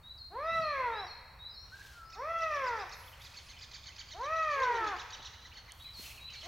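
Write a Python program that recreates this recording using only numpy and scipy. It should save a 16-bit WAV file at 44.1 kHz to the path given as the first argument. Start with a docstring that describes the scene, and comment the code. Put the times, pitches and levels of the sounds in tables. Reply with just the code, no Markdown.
"""A lynx yowling among trees.

A lynx on a shed roof yowls three times, its vocal folds arching up in pitch and sliding down; a second
cat joins the third call. A tit sings two-note phrases, another bird chatters in arched notes, others
whistle and twitter further off. Trees and pens throw the voices back over soft air and a low rumble;
a sleeve rustles and fingers knock close to the microphone."""
import sys
import numpy as np
from scipy import signal
from scipy.fft import rfft, irfft
from scipy.io import wavfile

SR = 44100
rng = np.random.default_rng(int(sys.argv[2]) if len(sys.argv) > 2 else 0)


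def int16_out(signal):
    """Quantize to a 16-bit WAV file."""
    q = np.round(np.clip(np.atleast_2d(signal).T, -1, 1) * 32767)
    wavfile.write(sys.argv[1], SR, q.astype(np.int16))


N = 285500
TIME = np.arange(N) / SR
FREQS = np.fft.rfftfreq(N, 1 / SR) + 1e-3


def undb(db):
    """Amplitude ratio of a level in decibels."""
    return 10 ** (np.asarray(db) / 20)


def curve(rows, at=TIME):
    """Linear interpolation of each later column of a table against its first."""
    knots, *columns = np.transpose(rows)
    return [np.interp(at, knots, column) for column in columns]


def colour(points, hz):
    """Interpolation of a spectrum on a log-frequency axis."""
    knots_hz, value = np.transpose(points)
    return np.interp(np.log(hz), np.log(knots_hz), value)


def noise(points):
    """White noise filtered to a spectrum of (Hz, dB) points, at rms 1."""
    x = irfft(rfft(rng.standard_normal(N)) * undb(colour(points, FREQS)), N)
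    return x / x.std()


def wander(rate_hz, size=N):
    """Random modulation: low-passed noise of standard deviation 1."""
    x = signal.sosfilt(signal.butter(2, rate_hz, fs=SR, output="sos"), rng.standard_normal(size))
    return x / x.std()


def fade(size, edge_s):
    """A gate with raised-cosine edges."""
    k = np.arange(size)
    return np.sin(np.pi / 2 * np.clip(np.minimum(k, k[::-1]) / (edge_s * SR), 0, 1)) ** 2


def add(track, start_s, x):
    """Superposition of a sound on a track."""
    i = max(int(start_s * SR), 0)
    track[i:i + len(x)] += x[:max(N - i, 0)]


def pan(db):
    """Direction by level difference, left minus right."""
    return undb(np.array([[db], [-db]]) / 2)


def ports(mid, side):
    """Spatial coherence: diffuse sound differs between two close microphone ports mostly in the treble."""
    width = [(60, -30), (250, -16), (600, -17), (1200, -8), (2400, -10), (5000, -11), (12000, -7.5)]
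    side = irfft(rfft(side) * undb(colour(width, FREQS)), N)
    return np.array([mid + side, mid - side])


def wood(x, wet_db, build_s, early_db, early_s, shade_db=0, linger=1):
    """Reverberation: roof and fences scatter the sound early, trunks keep it ringing."""
    # Each row: band frequency in Hz, reverberation time in seconds (scaled by linger), relative dB.
    bands = [(256, 0.35, 15.5), (600, 1.74, -0.5), (1310, 1.56, 0), (2400, 1.75, 7.5), (4200, 1.16, 6),
             (9000, 1.4, 5.5)]
    t = TIME[:int(1.6 * SR)]
    hz = np.fft.rfftfreq(len(t), 1 / SR) + 1
    spectra = rfft(rng.standard_normal((2, len(t))))
    tails = 0
    for band, (_, t60, db) in enumerate(bands):
        share = colour([(row[0], k == band) for k, row in enumerate(bands)], hz)
        tails = tails + irfft(spectra * share, len(t)) * undb(db - 60 * t / (t60 * linger))
    tails = tails * (1 - np.exp(-t / build_s)) * (1 + undb(early_db) * np.exp(-t / early_s))
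    mid, side = signal.fftconvolve(x[None], tails / np.sqrt(SR / 10), axes=1)[:, :N] * undb(wet_db)
    # Directivity: a caller facing away loses direct treble.
    direct = irfft(rfft(x) * undb(colour([(1300, 0.018), (2600, shade_db)], FREQS)), N)
    return ports(direct + mid, side)


def outdoors():
    """Ambient noise: soft forest air over a distant, slowly swelling rumble."""
    # Spectra. Each row: frequency in Hz, relative level in dB.
    air_spectrum = [(15, -45), (25, -16), (82, -3.5), (140, -3), (198, -19), (378, -16.5), (1140, -9),
                    (1900, -15.5), (2850, -24), (3530, -32), (3930, -28.5), (4380, -8), (4750, -32.5),
                    (6550, -58.5), (15500, -30)]
    rumble_spectrum = [(20, -10.5), (35, -11.5), (50, -0.5), (75, -0.5), (110, -8.5), (160, -18.5),
                       (250, -23), (500, -42)]
    # Envelopes. Each row: time in seconds, level in dB.
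    air_level = [(0, -63), (.4, -70), (1.6, -62.5), (6.47, -61.5)]
    rumble_level = [(0, -58.5), (.8, -56), (1.8, -60.5), (2.3, -58.5), (6.47, -58)]
    air = ports(noise(air_spectrum), noise(air_spectrum)) * undb(curve(air_level)[0] + 0.5 * wander(4))
    rumble = ports(noise(rumble_spectrum), noise(rumble_spectrum))
    return air + rumble * undb(curve(rumble_level)[0] + 0.23 * wander(10))


def note(shape, length_s, db, ratio=1, harmonics=((1, 0),), waver=0.0042):
    """Frequency modulation: a wavering tone follows a contour; a beak passes few overtones above 7 kHz."""
    size = int(length_s * SR)
    hz, shape_db = curve(shape, np.linspace(0, 1, size))
    hz = hz * ratio * (1 + waver * wander(200, size))
    phase = 2 * np.pi * np.cumsum(hz) / SR
    tone = 0
    for k, harmonic_db in harmonics:
        beak_loss = 1 + (k > 1) * (k * hz / 6900) ** 24
        tone = tone + undb(harmonic_db) * np.sin(k * phase) / beak_loss
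    return np.sqrt(2) * tone * undb(db + shape_db) * fade(size, 0.00022)


def glides(rows, waver):
    """Linear frequency sweeps: short tones that swell as they slide."""
    out = np.zeros(N)
    for start, length, start_hz, end_hz, db in rows:
        shape = [(0, start_hz, 7), (.5, (start_hz + end_hz) / 2, 12.5), (1, end_hz, 3.5)]
        add(out, start, note(shape, length, db, waver=waver))
    return out


def sleeve(roundness=1.77):
    """Friction: cloth hisses in swelling rubs, some dull and some bright, and now and then squeaks."""
    # Each row: frequency in Hz, relative level in dB.
    cloth_spectrum = [(1500, -3.5), (3000, 4), (6000, 0.5), (9000, -7.5), (13000, -6), (15500, -9.5)]
    # Each row: peak time, swell and fade in seconds, level in dB, tilt towards the treble in dB.
    rubs = [(.58, 0.045, 0.038, -67, -6), (1.86, 0.14, 0.17, -59.5, -2), (2.55, 0.3, 0.45, -69.5, 3),
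            (3.05, 0.15, 0.18, -75, 12), (3.28, 0.12, 0.44, -66.5, -6.5), (4.7, 0.45, 0.42, -69, 0.5),
            (5.8, 0.078, 0.11, -71.5, 12.5), (6.04, 0.069, 0.13, -49, 2.5), (6.47, 0.14, .05, -61, -3)]
    # Each row: start and length in seconds, first and last pitch in Hz, relative level in dB.
    squeaks = [(2.95, 0.13, 11550, 11000, -77.5), (3.05, 0.078, 11250, 10000, -81.5),
               (3.05, .09, 14000, 12800, -77), (3.19, 0.08, 10150, 9860, -84),
               (3.2, .08, 12300, 12800, -80), (3.42, .1, 9900, 9640, -85)]
    dull = signal.sosfilt(signal.butter(2, 8000, fs=SR, output="sos"), noise(cloth_spectrum))
    bright = signal.sosfilt(signal.butter(2, 8000, "high", fs=SR, output="sos"), noise(cloth_spectrum))
    out = 0
    for peak_s, swell_s, fade_s, db, tilt_db in rubs:
        from_peak = np.maximum((peak_s - TIME) / swell_s, (TIME - peak_s) / fade_s)
        envelope = np.exp(-np.minimum(from_peak, 10) ** roundness)
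        out = out + (dull * undb(db - tilt_db) + bright * undb(db + tilt_db)) * envelope
    return out * undb(wander(40)) + glides(squeaks, waver=0.013)


def handling():
    """Contact noise: the sleeve rubs, fingers knock the case, a puff of air buffets the ports."""
    # Each row: time in seconds, relative level in dB, centre in Hz, width in octaves, decay in seconds.
    knocks = [(5.202, -56, 260, 0.96, 0.0058), (5.721, -40.5, 6200, 0.6, 0.0003),
              (5.997, -51.5, 215, 0.62, 0.0034)]
    # Each row: time in seconds, level in dB.
    puff_level = [(.46, -89), (.53, -52.5), (.62, -54.5), (.7, -65)]
    out = sleeve()
    for at_s, db, hz, octaves, decay_s in knocks:
        burst = rng.standard_normal(N) * np.exp(-np.abs(TIME - at_s) / decay_s)
        band = np.exp(-.5 * (np.log2(FREQS / hz) / octaves) ** 2)
        knock = irfft(rfft(burst) * band, N)
        out = out + 2 * undb(db) * knock / np.abs(knock).max()
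    puff = undb(curve(puff_level)[0]) * (TIME > puff_level[0][0]) * (TIME < puff_level[-1][0])
    return out + puff * noise([(70, -24), (130, -7), (215, -17.5), (270, -23), (500, -51)])


def twitter(count=70, far_db=-70, low_hz=1900, high_hz=3600, start_s=2.4):
    """Fast pitch modulation makes twittering scratchy: a few nearer notes among many faint far ones."""
    # Each row: start and length in seconds, first and last pitch in Hz, relative level in dB.
    near = [(5.68, 0.018, 2244, 2080, -67.5), (5.87, 0.054, 3230, 3150, -77),
            (6.04, 0.044, 2880, 2600, -66), (6.1, 0.029, 2183, 2935, -64), (6.17, 0.0275, 2750, 2450, -66),
            (6.28, 0.0436, 2480, 3040, -66.5), (6.335, 0.021, 2750, 2210, -62.5),
            (6.413, 0.02, 3330, 2800, -60.5), (6.43, 0.028, 2005, 2350, -70)]
    when, length, pitch, slide, strength = rng.random((count, 5)).T
    hz = low_hz + (high_hz - low_hz) * pitch
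    starts = start_s + (N / SR - start_s) * when
    end_hz = hz * (0.98 + 0.405 * slide)
    far = zip(starts, 0.0127 + 0.0151 * length, hz, end_hz, far_db + 5 * (strength - .5))
    return glides(near, waver=0.053) + glides(far, waver=0.0496)


def chatter(notes_per_s=8.1, sag_per_s=.1, swell_db=2.5, scatter_db=2.5, bend=0.0519, lead_s=0.021):
    """Strong harmonics make a bird's arched notes harsh; a short falling tick leads each one in."""
    # Note contours. Each row: fraction of the note, pitch in Hz before transposing, relative dB.
    arched = [(0, 1470, -6.5), (0.18, 2006, -9.5), (.36, 2280, -0.5), (0.541, 2056, -5), (.76, 1745, -7.5),
              (1, 1512, -7)]
    tick = [(0, 2606, -3.5), (.3, 2400, 1), (1, 2025, -16.5)]
    # Each row: harmonic number, relative level in dB.
    partials = [(1, -4.5), (2, 1), (3, -3), (4, -4)]
    # Each row: first and last onset in seconds, relative dB, opening pitch ratio, fundamental lift in dB.
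    runs = [(2.122, 2.122, -53, 1.13, 0.5), (2.407, 2.914, -48.5, 1.2, -2), (3.238, 4.355, -50, 1.07, -1.5),
            (4.417, 4.527, -53, 1.02, 8), (4.499, 4.984, -47.5, 0.95, -2), (5.124, 5.247, -48.5, .92, -14),
            (5.324, 5.68, -60.5, .97, 4.5), (6.323, 6.43, -51, 0.98, -0.5)]
    out = np.zeros(N)
    for first_s, last_s, run_db, first_ratio, lift_db in runs:
        count = round((last_s - first_s) * notes_per_s) + 1
        harmonics = [(k, db + lift_db * (k == 1)) for k, db in partials]
        for i, start in enumerate(np.linspace(first_s, last_s, count)):
            # A run sinks in pitch and swells in its middle.
            ratio = first_ratio * (1 - sag_per_s * (start - first_s))
            swell = np.sin(np.pi * i / max(count - 1, 1))
            db = run_db + swell_db * swell + scatter_db * rng.standard_normal()
            shape = [(at, hz * (1 + bend * rng.standard_normal()), level) for at, hz, level in arched]
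            add(out, start, note(shape, .034 * rng.uniform(.85, 1.15), db, ratio, harmonics, waver=0.0317))
            add(out, start - lead_s, note(tick, 0.012, db - 6, ratio, harmonics, waver=0.082))
    return out


def songbirds():
    """Nearly pure tones: the tit's two-note phrases and other birds' thin and low whistles."""
    # Note contours. Each row: fraction of the note, nominal pitch in Hz, relative level in dB.
    tit_rise = [(0, 3796, -10), (.15, 3817, -3.5), (.55, 3953, 1), (.8, 4016, 3.5), (1, 4054, -16.5)]
    tit_fall = [(0, 5626, -24), (.05, 4890, -6), (.14, 4390, -4), (.4, 4275, 2.5), (.8, 4240, -3.5),
                (1, 4490, -27.5)]
    thin = [(0, 5250, -10), (.06, 5150, -6.5), (.13, 4920, 3), (.35, 5310, -0.5), (.6, 5540, -0.5),
            (.85, 5670, 0.5), (1, 5400, -16)]
    low_up = [(0, 1456, -6.5), (.25, 1570, 4.5), (.5, 1628, -19), (.8, 1650, -8.5), (1, 1640, 4)]
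    low_down = [(0, 1425, -21), (0.251, 1397, -8), (0.399, 1320, -8), (.6, 1320, -9), (.85, 1322, -7.5),
                (1, 1309, -10)]
    # Each row: start in seconds and relative dB of the rising note, the same of the falling, pitch ratio.
    phrases = [(0.032, -51, .175, -49, .985), (0.466, -48.5, .61, -46.5, .987), (.92, -48, 1.065, -50, .99),
               (1.391, -48.5, 1.535, -51, .99), (5.388, -60, 5.532, -57, 1.02), (5.799, -51, 5.932, -49, 1),
               (6.203, -48, 6.33, -51, 1.006)]
    # Each row: start and length in seconds, relative level in dB.
    thin_whistles = [(0.424, 0.23, -65.5), (0.946, 0.17, -62.5), (1.486, 0.19, -62.5), (2.031, 0.22, -65.5),
                     (5.817, 0.2, -77), (6.358, 0.1, -69)]
    low_whistles = [(1.72, 0.1, -47.5), (1.914, .27, -43)]
    out = np.zeros(N)
    for rise_s, rise_db, fall_s, fall_db, ratio in phrases:
        add(out, rise_s, note(tit_rise, .1, rise_db, ratio))
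        add(out, fall_s, note(tit_fall, .1, fall_db, ratio))
    for start, length, db in thin_whistles:
        add(out, start, note(thin, length, db))
    for shape, (start, length, db) in zip((low_up, low_down), low_whistles):
        add(out, start, note(shape, length, db))
    return out


def yowl_pitch(t, length, rise_s, slide_s, steepness, start_hz, top_hz, low_hz, drop_hz=85.9, drop_s=.054):
    """The fundamental eases up, slides down in an S and collapses as the air runs out."""
    rise = np.sin(np.pi / 2 * np.minimum(t / rise_s, 1))
    late = (np.maximum(t - rise_s, 0) / slide_s) ** steepness
    arch = start_hz + (top_hz - start_hz) * rise - (top_hz - low_hz) * late / (1 + late)
    return arch - drop_hz * np.exp((t - length) / drop_s)


def yowl(row, jitter=0.026, shimmer=0.43, flutter=0.52, uneven_db=0.83, breath_db=-7,
         open_s=0.22, attack_s=0.021, release_s=0.01):
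    """Source and filter: the throat colours the folds' harmonics; rasp shakes and smears their period."""
    # Effort raises pitch and loudness together.
    # Each row: pitch in Hz, relative dB of the fundamental, second harmonic and upper harmonics.
    effort = [(269, -76, -55, -58.5), (362, -61, -46, -49.5), (438.5, -54, -43, -42.5),
              (482, -45.5, -34.5, -43.5), (543, -41.5, -37.5, -39.5), (617, -42, -36.5, -40),
              (645, -38, -35, -40)]
    # Rough start, clear top, hoarser slide. Each row: fraction of the call, relative roughness.
    roughness = [(0, 0.45), (.25, 0.15), (.42, 0.18), (.62, 0.25), (.82, 0.28), (1, 0.28)]
    # Source spectrum. Each row: harmonic number, relative level in dB.
    folds = [(3, -1.5), (4, -2.5), (5, -11.5), (6, -11.5), (8, -11), (10, -17), (14, -28)]
    # Resonances. Each row: frequency in Hz, gain in dB.
    throat = [(900, 9), (1400, 2), (1900, 0.5), (2300, -1), (2650, -3.5), (2850, -12), (3400, -6),
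              (4300, -21), (5200, -17.5), (5900, -7.5), (7000, -35)]
    length, *contour, first_db, second_db, upper_db, first_swell, upper_swell, hoarse = row
    t = np.arange(0, length, 1 / SR)
    hz = yowl_pitch(t, length, *contour)
    first, second, upper = curve(effort, hz)
    shut = np.cos(np.pi / 2 * np.minimum(t / open_s, 1))  # overtones are muffled until the mouth opens
    first_db = first_db + first + first_swell * (t - length / 2)
    second_db = second_db + second - 5.5 * shut
    upper_db = upper_db + upper - 12 * shut + upper_swell * (t - length / 2)
    rasp = np.clip(hoarse * curve(roughness, t / length)[0], 0, 1)
    chance = lambda rate_hz: wander(rate_hz)[:len(t)]
    hz = hz * (1 + jitter * rasp * chance(130) + 0.0013 * chance(18.4))
    phase = 2 * np.pi * np.cumsum(hz) / SR
    voice = undb(first_db + uneven_db * chance(17)) * np.sin(phase)
    voice += undb(second_db + uneven_db * chance(18)) * np.sin(2 * phase)
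    for k in range(3, 15):
        gain = undb(upper_db + colour(folds, k) + colour(throat, k * hz) + 2 * uneven_db * chance(11))
        smear = flutter * rasp * (min(k, 5) / 3) ** 2.8 * chance(90)  # high harmonics lose pitch first
        voice += gain * np.sin(k * phase + smear)
    voice = np.sqrt(2) * voice * (1 + shimmer * rasp * chance(150))
    # Air escapes once a cycle and hisses in the upper throat resonance.
    hiss = [(400, -32), (900, -19.5), (1500, -20), (1900, -9.5), (2600, -17.5), (2900, -17.5),
            (5500, -21), (9000, -50.5)]
    breath = noise(hiss)[:len(t)] * (1 + np.cos(phase))
    voice += breath * rasp * undb(upper_db + breath_db)
    return voice * np.minimum(t / attack_s, 1) * np.minimum((length - t) / release_s, 1)


def lynxes():
    """Voiced calls superpose: the fourth is the second cat; a fifth barely begins as the scene ends."""
    # Each row: start, length, rise and half-way time of the slide in seconds, steepness of the slide,
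    # start, top and low pitch in Hz, dB offsets of the fundamental, second and upper harmonics,
    # swell of the fundamental and of the upper harmonics in dB per second, rasp factor.
    calls = [(.3, .76, .2, 0.31, 2.71, 311.8, 661.5, 372.2, 0, 0, -3, 3, -1.5, 0.96),
             (2.15, 0.7, .172, 0.33, 2.69, 338.3, 667.7, 363.3, -0.5, 0, -1.5, 9, -2, 1.03),
             (4.13, 0.83, 0.22, .28, 2.26, 280.8, 648.2, 386.5, 0.5, 2.5, 0.5, 11, 5.5, 0.97),
             (4.55, .355, .085, .12, 2.3, 389, 495.2, 315, 7, -5, -10, 38, -3, .5),
             (6.42, 0.91, 0.33, .3, 2.6, 276.6, 660, 370, 1.5, -0.5, -6, 0, 0, 1.5)]
    out = np.zeros(N)
    for start, *row in calls:
        add(out, start, yowl(row))
    return out


def scene():
    """Reverberation conveys distance: the cats are near and face away, the birds deeper in the trees."""
    cats = lynxes() * undb(-0.37)
    cats = wood(cats, wet_db=-13, build_s=0.01, early_db=5.5, early_s=0.064, shade_db=-5)
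    song = songbirds() * undb(-2.76)
    song = wood(song, wet_db=-6.5, build_s=0.002, early_db=-3.5, early_s=0.066, linger=0.89)
    chat = (chatter() + twitter()) * undb(-1.5)
    chat = wood(chat, wet_db=-8, build_s=0.00061, early_db=10.5, early_s=0.0078)
    near = ports(handling(), handling() * undb(-3.5))
    return cats * pan(.1) + song * pan(0.41) + chat * pan(-2.2) + near + outdoors()


def record(dry):
    """Band limiting: a steep low-pass filter cuts the treble above 15850 Hz."""
    return signal.sosfilt(signal.ellip(10, .2, 70, 15850, fs=SR, output="sos"), dry)


dry = scene()
out = record(dry)
int16_out(out)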